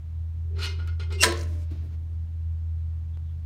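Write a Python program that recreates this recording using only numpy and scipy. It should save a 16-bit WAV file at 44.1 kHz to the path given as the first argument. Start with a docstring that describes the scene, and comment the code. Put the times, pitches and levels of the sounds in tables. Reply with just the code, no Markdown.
"""A concrete garage: a steel side stand swings out, over a low machine hum, room rumble and hiss.
Its pivot sticks and slips, sending gritty noise into the arm's modes; the frame groans and creaks.
A throbbing tone squeals briefly and the arm clacks onto its stop in a cluster of rings and cracks.
The frame booms, loose parts buzz and a spring ticks; decaying noise makes the walls' answer.
A soft noise shuffle follows, then faint noise chirps and one dry pulse tick."""
import sys
import numpy as np
from scipy import signal
from scipy.fft import rfft, irfft, next_fast_len
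from scipy.io import wavfile
from scipy.ndimage import map_coordinates

SR = 44100
rng = np.random.default_rng(int(sys.argv[2]) if len(sys.argv) > 2 else 0)


def master_out(mix):
    """Clip the mix to full scale and print it as 16-bit PCM to the path in sys.argv[1]."""
    frames = np.transpose(np.atleast_2d(mix))
    ceiling = np.clip(frames, -1, 1)
    pcm = np.round(ceiling * 32767).astype(np.int16)
    wavfile.write(sys.argv[1], SR, pcm)


def natural_amplitude(level_db):
    """Convert a level in decibels to a linear amplitude factor, elementwise."""
    exponent = np.asarray(level_db, float) / 20
    return 10 ** exponent


N = 152145
T = np.arange(N) / SR  # seconds
# modes of the arm's stop, before each use scales them: pitch_hz, relative_db, t60_s
STOP_MODES = [(998.7, -7, 0.1303), (1489.4, -3.5, 0.079), (1609.3, -7, 0.14), (1851.7, -7.5, .08),
              (2310, -9, 0.14), (2911, -9, .1), (3472, -8.5, .1), (4070, -9, 0.026), (5300, -6, 0.049),
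              (6085, -7.5, .07), (6913, -8.5, .12), (8350, -2.5, .07), (9437, -3.5, 0.082),
              (10520, -16.5, .06), (13060, -18, .04)]


def unit(x):
    """Scale to rms 1."""
    return x / np.sqrt(np.mean(x ** 2) + 1e-20)


def along(points, hz):
    """Read a (Hz, value) curve on a log frequency axis."""
    f, v = np.transpose(points)
    return np.interp(np.log(hz + 1), np.log(f + 1), v)


def level(rows, column=1):
    """Gain along a (s, dB, ..) curve, silent outside."""
    rows = np.transpose(rows)
    return natural_amplitude(np.interp(T, rows[0], rows[column], left=-150, right=-150))


def wobble(rate):
    """A smooth random curve, rate knots a second."""
    knots = rng.standard_normal(int(N * rate / SR) + 4)
    return map_coordinates(knots, [T * rate])


def filtered(x, response):
    """Pass x through a complex response of frequency."""
    m = next_fast_len(N + SR // 2)
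    return irfft(rfft(x, m) * response(np.fft.rfftfreq(m, 1 / SR)), m)[..., :N]


def rings(peaks):
    """Causal sum of (Hz, width Hz, dB) resonances with alternating signs."""
    def response(f):
        return sum((-1) ** k * natural_amplitude(db) * 1j * f * w / (c * c - f * f + 1j * f * w)
                   for k, (c, w, db) in enumerate(peaks))
    return response


def noise(spectrum):
    """Noise of rms 1, coloured by a (Hz, relative dB) curve."""
    return unit(filtered(rng.standard_normal(N), lambda hz: natural_amplitude(along(spectrum, hz))))


def decay(s, t60, rise):
    """Envelope from s: exponential onset with time constant rise, then a fall of 60 dB in t60."""
    t = np.maximum(T - s, 0)
    return (1 - np.exp(-t / rise)) * natural_amplitude(-60 * t / t60)


def machine_hum():
    """A low tone of wandering pitch and level, with a weak octave."""
    # course of the hum: start_s, pitch_hz, level_db (before the waver)
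    hum_course = [(0.0, 80.35, -34.5), (0.06, 80.63, -35.5), (0.178, 81.34, -31), (0.57, 82.73, -28.5),
                  (1.448, 81.99, -29), (1.48, 82.28, -28), (1.74, 81.44, -30.5), (1.76, 80.74, -36.5),
                  (1.79, 80.85, -27.5), (1.862, 82.11, -32.5), (1.99, 79.84, -31), (2.0, 81.65, -33),
                  (2.21, 81.27, -29.5), (2.28, 82.04, -32.5), (2.419, 81.6, -29), (2.91, 81.23, -29),
                  (3.23, 81.3, -32.5), (3.45, 81.39, -32)]
    waver_db, octave_db = 0.6159, -31
    s, hz, db = np.transpose(hum_course)
    turn = 2 * np.pi * np.cumsum(np.interp(T, s, hz)) / SR
    gain = np.sqrt(2) * natural_amplitude(np.interp(T, s, db) + waver_db * wobble(14))
    return gain * (np.sin(turn) + natural_amplitude(octave_db) * np.sin(2 * turn))


def room_rumble():
    """Low coloured noise whose level wavers."""
    # rumble colour: pitch_hz, relative_db
    rumble_colour = [(15, -42), (22, -14.5), (35, 6), (50, 1), (62, 0.5), (82, -0.5), (100, 0), (128, 6),
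                     (145, -5), (165, -4), (200, -19), (260, -47.5)]
    silent_above = [(400, -120)]
    return natural_amplitude(-45.5 + .8 * wobble(9.5)) * noise(rumble_colour + silent_above)


def room_hiss():
    """Steady coloured noise of the room's air."""
    # hiss colour: pitch_hz, relative_db
    air_colour = [(150, -30), (200, -3), (250, 0), (310, -7), (500, -14), (1000, -17), (2000, -22),
                  (4000, -26), (5000, -30), (6300, -31), (8000, -34), (10000, -36), (15900, -39)]
    return natural_amplitude(-63) * noise(air_colour)


def frame_groan():
    """Noise filtered twice by one resonance: the frame groans under the drag."""
    # course of the groan: start_s, level_db
    groan_course = [(0.42, -70.5), (0.582, -44), (0.682, -51.5), (0.764, -65.5), (0.988, -78.5),
                    (1.012, -63.5), (1.064, -62), (1.146, -44), (1.186, -48), (1.22, -40.5)]
    resonance = rings([(384.3, 75, 0)])  # Hz, width Hz of a single pass, dB
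    return level(groan_course) * unit(filtered(rng.standard_normal(N), lambda f: resonance(f) ** 2))


def pivot():
    """Stick-slip: each slip opens with a tick and drives gritty noise into the arm's modes."""
    # onset of each slip: start_s
    slip_starts = [.54, .578, .607, .783, .8735, .992, 1.101, 1.121, 1.176]
    # each slip: rise_s, hold_s, fall_t60_s, level_db (before tone shaping and jolt),
    # brightness_db_per_octave, tick_db, favoured_pitch_hz
    slips = [(.03, .015, 0.082, -49.5, -5.5, -82.5, 1637), (.015, 0.066, 0.17, -40.5, -2, -62, 4800),
             (0.02, 0.025, 0.22, -40, 0.5, -70.5, 2800), (0.0026, 0.022, 0.31, -51, -7.5, -66.5, 1430),
             (0.0016, 0.013, 0.13, -49.5, -6, -46.5, 1430), (.006, 0.035, 0.1, -45, -4.5, -68, 3250),
             (0.005, 0.023, 0.14, -46, -5.5, -64, 1050), (0.0034, 0.0087, .1, -48, 1, -53.5, 7200),
             (0.02, 0.034, 0.11, -41.5, -2.43, -61.5, 1800)]
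    # modes of the arm: pitch_hz
    arm_hz = [870, 969, 1281, 1430, 1884, 2112, 2519, 2856, 2982, 3200, 3558, 3710, 4110, 4410, 4730, 5044,
              5200, 5500, 5960, 6520, 7120, 7885, 8700, 9300, 11700]
    # the same modes: width_hz, relative_db (before each slip's scatter and favour)
    arm_rings = [(10.036, -15), (10.025, -11.5), (14, -10.5), (29.4, -3.5), (12, -8), (10, 2), (9.8, -6),
                 (30, -4), (19.911, -7.5), (15.94, -5), (9.95, -10), (16, -11), (30.5, -2), (19.883, -2),
                 (14, -4.5), (20, -10), (35, -9), (9.954, -5), (30, -12), (60, -15), (60, -20), (80, -21),
                 (150, -25), (150, -25), (300, -32)]
    # scrape noise between the rings: pitch_hz, relative_db
    broad_colour = [(150, -47.5), (250, -15), (393, -9), (684, -18.5), (1420, -5.5), (1810, -14.5),
                    (2080, -3), (3500, -2.5), (4090, -5), (15800, -38)]
    broad_db, grains_per_s, grain_spread_db = -3, 3100, 1
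    favour_db, favour_octaves, scatter_db = 6.5, 0.13, 2.5
    sudden_s, jolt_db, jolt_t60_s = .007, 2.5, .02  # slips rising faster than sudden_s get a jolt
    tick_t60_s = 0.036

    out = np.zeros(N)
    grain_db = grain_spread_db * wobble(grains_per_s) + 2.1 * wobble(90)
    grit = rng.standard_normal(N) * natural_amplitude(grain_db)
    modes = [(c, w, g) for c, (w, g) in zip(arm_hz, arm_rings)]
    broad = lambda f: natural_amplitude(along(broad_colour, f))
    # both paths are levelled on steady grit
    ring_gain = np.std(filtered(grit, rings(modes)))
    broad_gain = np.std(filtered(grit, broad))
    tick = noise([(500, -23.0), (1500, 1.5), (6000, -1.5), (15900, -15.0)])
    # every slip grips the arm differently
    grips = scatter_db * rng.standard_normal((len(slips), len(modes)))
    for s, slip, grip in zip(slip_starts, slips, grips):
        rise, hold, t60, db, tilt_db, tick_db, hz = slip
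        gripped = []
        for (c, w, g), d in zip(modes, grip):
            nearness = np.exp(-(np.log2(c / hz) / favour_octaves) ** 2)
            gripped.append((c, w, g + d + favour_db * nearness))
        arm = rings(gripped)

        def response(f):
            tilt = natural_amplitude(tilt_db * np.log2((f + 50) / 2000))
            return (arm(f) / ring_gain + natural_amplitude(broad_db) * broad(f) / broad_gain) * tilt

        fall = natural_amplitude(-60 * np.maximum(T - s - rise - hold, 0) / t60)
        push = np.clip((T - s) / rise, 0, 1) ** 2 * fall
        if rise < sudden_s:
            push = push + natural_amplitude(jolt_db) * decay(s + rise / 2, jolt_t60_s, .0005)
        out += natural_amplitude(db) * filtered(grit * push, response)
        out += natural_amplitude(tick_db) * decay(s, tick_t60_s, .0003) * tick
    return out


def garage(x):
    """The walls' answer, 300 samples late: each frequency of a noise tail dies at its own speed."""
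    # decay of the concrete walls: pitch_hz, t60_s
    walls = [(200, 0.71), (1000, 0.48), (5000, 0.33), (12000, 0.074)]
    hz, t, z = signal.stft(rng.standard_normal(SR), SR, nperseg=256)
    fading = z * natural_amplitude(-60 * t / along(walls, hz)[:, None])
    tail = signal.istft(fading, SR, nperseg=256)[1]
    return signal.fftconvolve(np.pad(x, (300, 0)), tail / np.linalg.norm(tail))[:N]


def creaks():
    """Short low tones sliding down as the frame unloads."""
    # each creak: start_s, level_db (before the waver and decay)
    creak_starts = [(.995, -51.5), (1.118, -45)]
    from_hz, to_hz, sag_s, t60_s = 540, 336.4, .022, 0.5
    out = np.zeros(N)
    for s, db in creak_starts:
        hz = to_hz + (from_hz - to_hz) * np.exp(-np.maximum(T - s, 0) / sag_s)
        tone = np.sin(2 * np.pi * np.cumsum(hz) / SR)
        out += natural_amplitude(db + 1.8 * wobble(90)) * decay(s, t60_s, .008) * tone
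    return out


def squeal():
    """A throbbing, drifting tone with rough noise overtones as the arm nears its stop."""
    # course of the squeal: start_s, tone_db (before the throb), overtones_over_tone_db
    squeal_course = [(1.18, -56.5, -3), (1.2, -38, -15), (1.212, -22.5, -5.5), (1.232, -24, 5)]
    # rough overtones: pitch_hz, width_hz, relative_db
    overtones = [(5500, 370, 2), (5874, 180, -13.5), (7870, 370, -11), (8417, 300, -0.5), (11500, 320, -15)]
    tone_hz, drift_hz = 2800, 40
    throb_hz, throb_peak_s, throb_depth = 167, 0.999, 0.32
    drift = np.cumsum(drift_hz * wobble(200)) / SR
    tone = np.sqrt(2) * np.sin(2 * np.pi * (tone_hz * T + drift))
    throb = 1 + throb_depth * np.cos(2 * np.pi * throb_hz * (T - throb_peak_s))
    rough = unit(filtered(rng.standard_normal(N), rings(overtones)))
    return level(squeal_course) * throb * (tone + level(squeal_course, column=2) * rough)


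def stop_blows():
    """The arm lands in a cluster of blows: each rings the stop's modes under a noise crack."""
    # blows of the arm: start_s, level_db (before the ring and crack offsets)
    blows = [(1.2242, -24), (1.227, -21.5), (1.2301, -19.5), (1.2332, -11.5), (1.2351, -10), (1.2388, -16),
             (1.243, -18), (1.243, -18.5), (1.254, -24.5)]
    # colour of the crack: pitch_hz, relative_db
    crack_colour = [(180, -49.5), (300, -14.5), (640, -8), (790, -30), (1000, -11.5), (1700, -1.5),
                    (2900, -13), (4000, -2.5), (4800, -11), (6500, -12), (8580, -13.5), (15800, -30.5)]
    ring_db, crack_db, crack_t60_s, scatter_db = -15.5, 2, 0.015, 5.6
    out, crack, t = np.zeros(N), noise(crack_colour), T[:SR // 2]
    for s, db in blows:
        ring = sum(natural_amplitude(g + rng.normal(0, scatter_db) - 60 * t / t60) * np.sin(2 * np.pi * hz * t)
                   for hz, g, t60 in STOP_MODES)
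        out[round(s * SR):][:len(t)] += natural_amplitude(db + ring_db) * ring
        out += natural_amplitude(db + crack_db) * crack * decay(s, crack_t60_s, 0.0003)
    return out


def frame_boom():
    """A decaying noise shudder rings the frame's resonances."""
    # frame resonances: pitch_hz, width_hz, relative_db
    frame_modes = [(214, 30, -8), (235, 25, -6), (337.5, 15, 1.5), (357, 12, 1), (447, 22, -3.5),
                   (569, 18, -4.5), (672, 22, -8), (1078, 25, -10)]
    start_s, t60_s, rise_s, boom_db = 1.238, 0.33, .008, -22
    shudder, frame = rng.standard_normal(N), rings(frame_modes)
    boom = filtered(shudder * decay(start_s, t60_s, rise_s), frame)
    return natural_amplitude(boom_db) * boom / np.std(filtered(shudder, frame))


def after_rings():
    """Thin wavering sines ring on after the blow, then are choked."""
    # after-rings: pitch_hz, level_db (before waver and decay), t60_s (until choked)
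    long_rings = [(595, -53, 3), (2290, -66, 3)]
    start_s, rise_s, choked_s, choke_t60_s = 1.238, .008, 1.63, .15
    out = np.zeros(N)
    for hz, db, t60 in long_rings:
        gain = natural_amplitude(db + 2.5 * wobble(21.996)) * decay(start_s, t60, rise_s)
        out += gain * np.sin(2 * np.pi * hz * T)
    return out * natural_amplitude(-60 * np.maximum(T - choked_s, 0) / choke_t60_s)


def loose_parts():
    """Loose parts buzz after the blow: flickering noise, partly ringing in the stop's modes."""
    # course of the buzz: start_s, level_db (before the flicker and the mix)
    shake_course = [(1.245, -41.5), (1.255, -28), (1.29, -39), (1.34, -42), (1.355, -48.5), (1.43, -50),
                    (1.445, -65.5), (1.5, -63)]
    # colour of the buzz: pitch_hz, relative_db
    shake_colour = [(500, -25), (800, -19), (1000, -2.5), (1600, -0.5), (3000, -4), (4000, -4),
                    (6000, -9.5), (8500, -9), (11000, -15.5), (15900, -22)]
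    ring_db = -4
    # a resonance of this width dies by 60 dB in t60
    modes = [(hz, np.log(1000) / (np.pi * t60), g) for hz, g, t60 in STOP_MODES]
    ringing = unit(filtered(rng.standard_normal(N), rings(modes)))
    flicker = natural_amplitude(-5.5 + 6.4 * wobble(120))
    return level(shake_course) * flicker * (noise(shake_colour) + natural_amplitude(ring_db) * ringing)


def spring_ticks():
    """The spring ticks: short decaying bursts of one coloured noise."""
    # ticks of the spring: start_s, level_db (before the decay)
    ticks = [(1.372, -38), (1.39, -40), (1.409, -38), (1.434, -48)]
    # colour of the ticks: pitch_hz, relative_db
    tick_colour = [(3000, -30), (4500, -8), (5800, 0), (7000, -4), (8200, -20), (15900, -28)]
    t60_s = .035
    return noise(tick_colour) * sum(natural_amplitude(db) * decay(s, t60_s, .001) for s, db in ticks)


def shuffle():
    """A soft shuffle after the clack: three noise bands that swell and fade apart."""
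    # course of the shuffle, before the waver: start_s, low_db, middle_db, treble_db
    rustle_course = [(1.42, -58, -78, -89.5), (1.46, -49.5, -70, -69), (1.56, -54.5, -63, -66.5),
                     (1.635, -59, -65, -66.5), (1.65, -65.5, -69, -75), (1.7, -69.5, -68, -91),
                     (1.712, -50, -62, -76), (1.77, -54, -62, -85), (1.8, -59, -64, -85),
                     (1.84, -49.5, -66.5, -94.5), (1.875, -53.5, -70, -90), (1.9, -61, -67.5, -92),
                     (1.95, -57.5, -69, -99), (1.97, -63, -79, -100), (2.05, -64.5, -99, -95),
                     (2.15, -68.5, -94, -86.5)]
    # colours of the low, middle and treble bands, each: pitch_hz, relative_db
    rustle_colours = [
        [(150, -25), (200, -2), (300, 4), (450, -11.5), (700, -14.5), (900, -40.5)],
        [(600, -17), (800, 0), (2200, -3), (4200, -5.5), (6800, -14.5), (8500, -33.5)],
        [(4000, -13), (5000, 1), (8000, -1.5), (15900, -13.5)],
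    ]
    bands = sum(level(rustle_course, column=k + 1) * noise(c) for k, c in enumerate(rustle_colours))
    return natural_amplitude(1.8 * wobble(35)) * bands


def faint_chirps():
    """Faint far chirps: narrow noise under bell-shaped swells."""
    # each chirp: centre_s, half_length_s, pitch_hz, level_db (at the top of the swell)
    chirps = [(3.149, 0.014, 3453, -69), (3.294, 0.033, 3403, -74)]
    width_hz = 400
    out = np.zeros(N)
    for s, half, centre_hz, db in chirps:
        band = filtered(rng.standard_normal(N), lambda f: np.exp(-((f - centre_hz) / width_hz) ** 2))
        out += natural_amplitude(db) * np.exp(-((T - s) / half) ** 2) * unit(band)
    return out


def dry_tick():
    """One tick without echo: a bare one-sided pulse."""
    start_s, t60_s, tick_db = 3.1733, .015, -37.5
    return natural_amplitude(tick_db) * decay(start_s, t60_s, .00003)


def scene():
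    """The stand with the walls' answer, the small sounds and the background, as one channel."""
    drag = frame_groan() + pivot() + creaks() + squeal()
    clack = stop_blows() + frame_boom() + after_rings() + loose_parts() + spring_ticks()
    stand = drag + clack
    walls_db = -12
    background = machine_hum() + room_rumble() + room_hiss()
    small_sounds = shuffle() + faint_chirps() + dry_tick()
    return (stand + natural_amplitude(walls_db) * garage(stand) + small_sounds + background)[None]


def band_limit(x):
    """A steep low-pass at the top of the band."""
    return signal.sosfilt(signal.butter(12, 16000, fs=SR, output="sos"), x)


def record(dry):
    """The microphone signal: the loudest peaks bend softly towards a ceiling."""
    ceiling = .9  # of full scale
    mix = dry / (1 + np.abs(dry / ceiling) ** 4) ** (1 / 4)
    return band_limit(mix)


dry = scene()
out = record(dry)
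master_out(out)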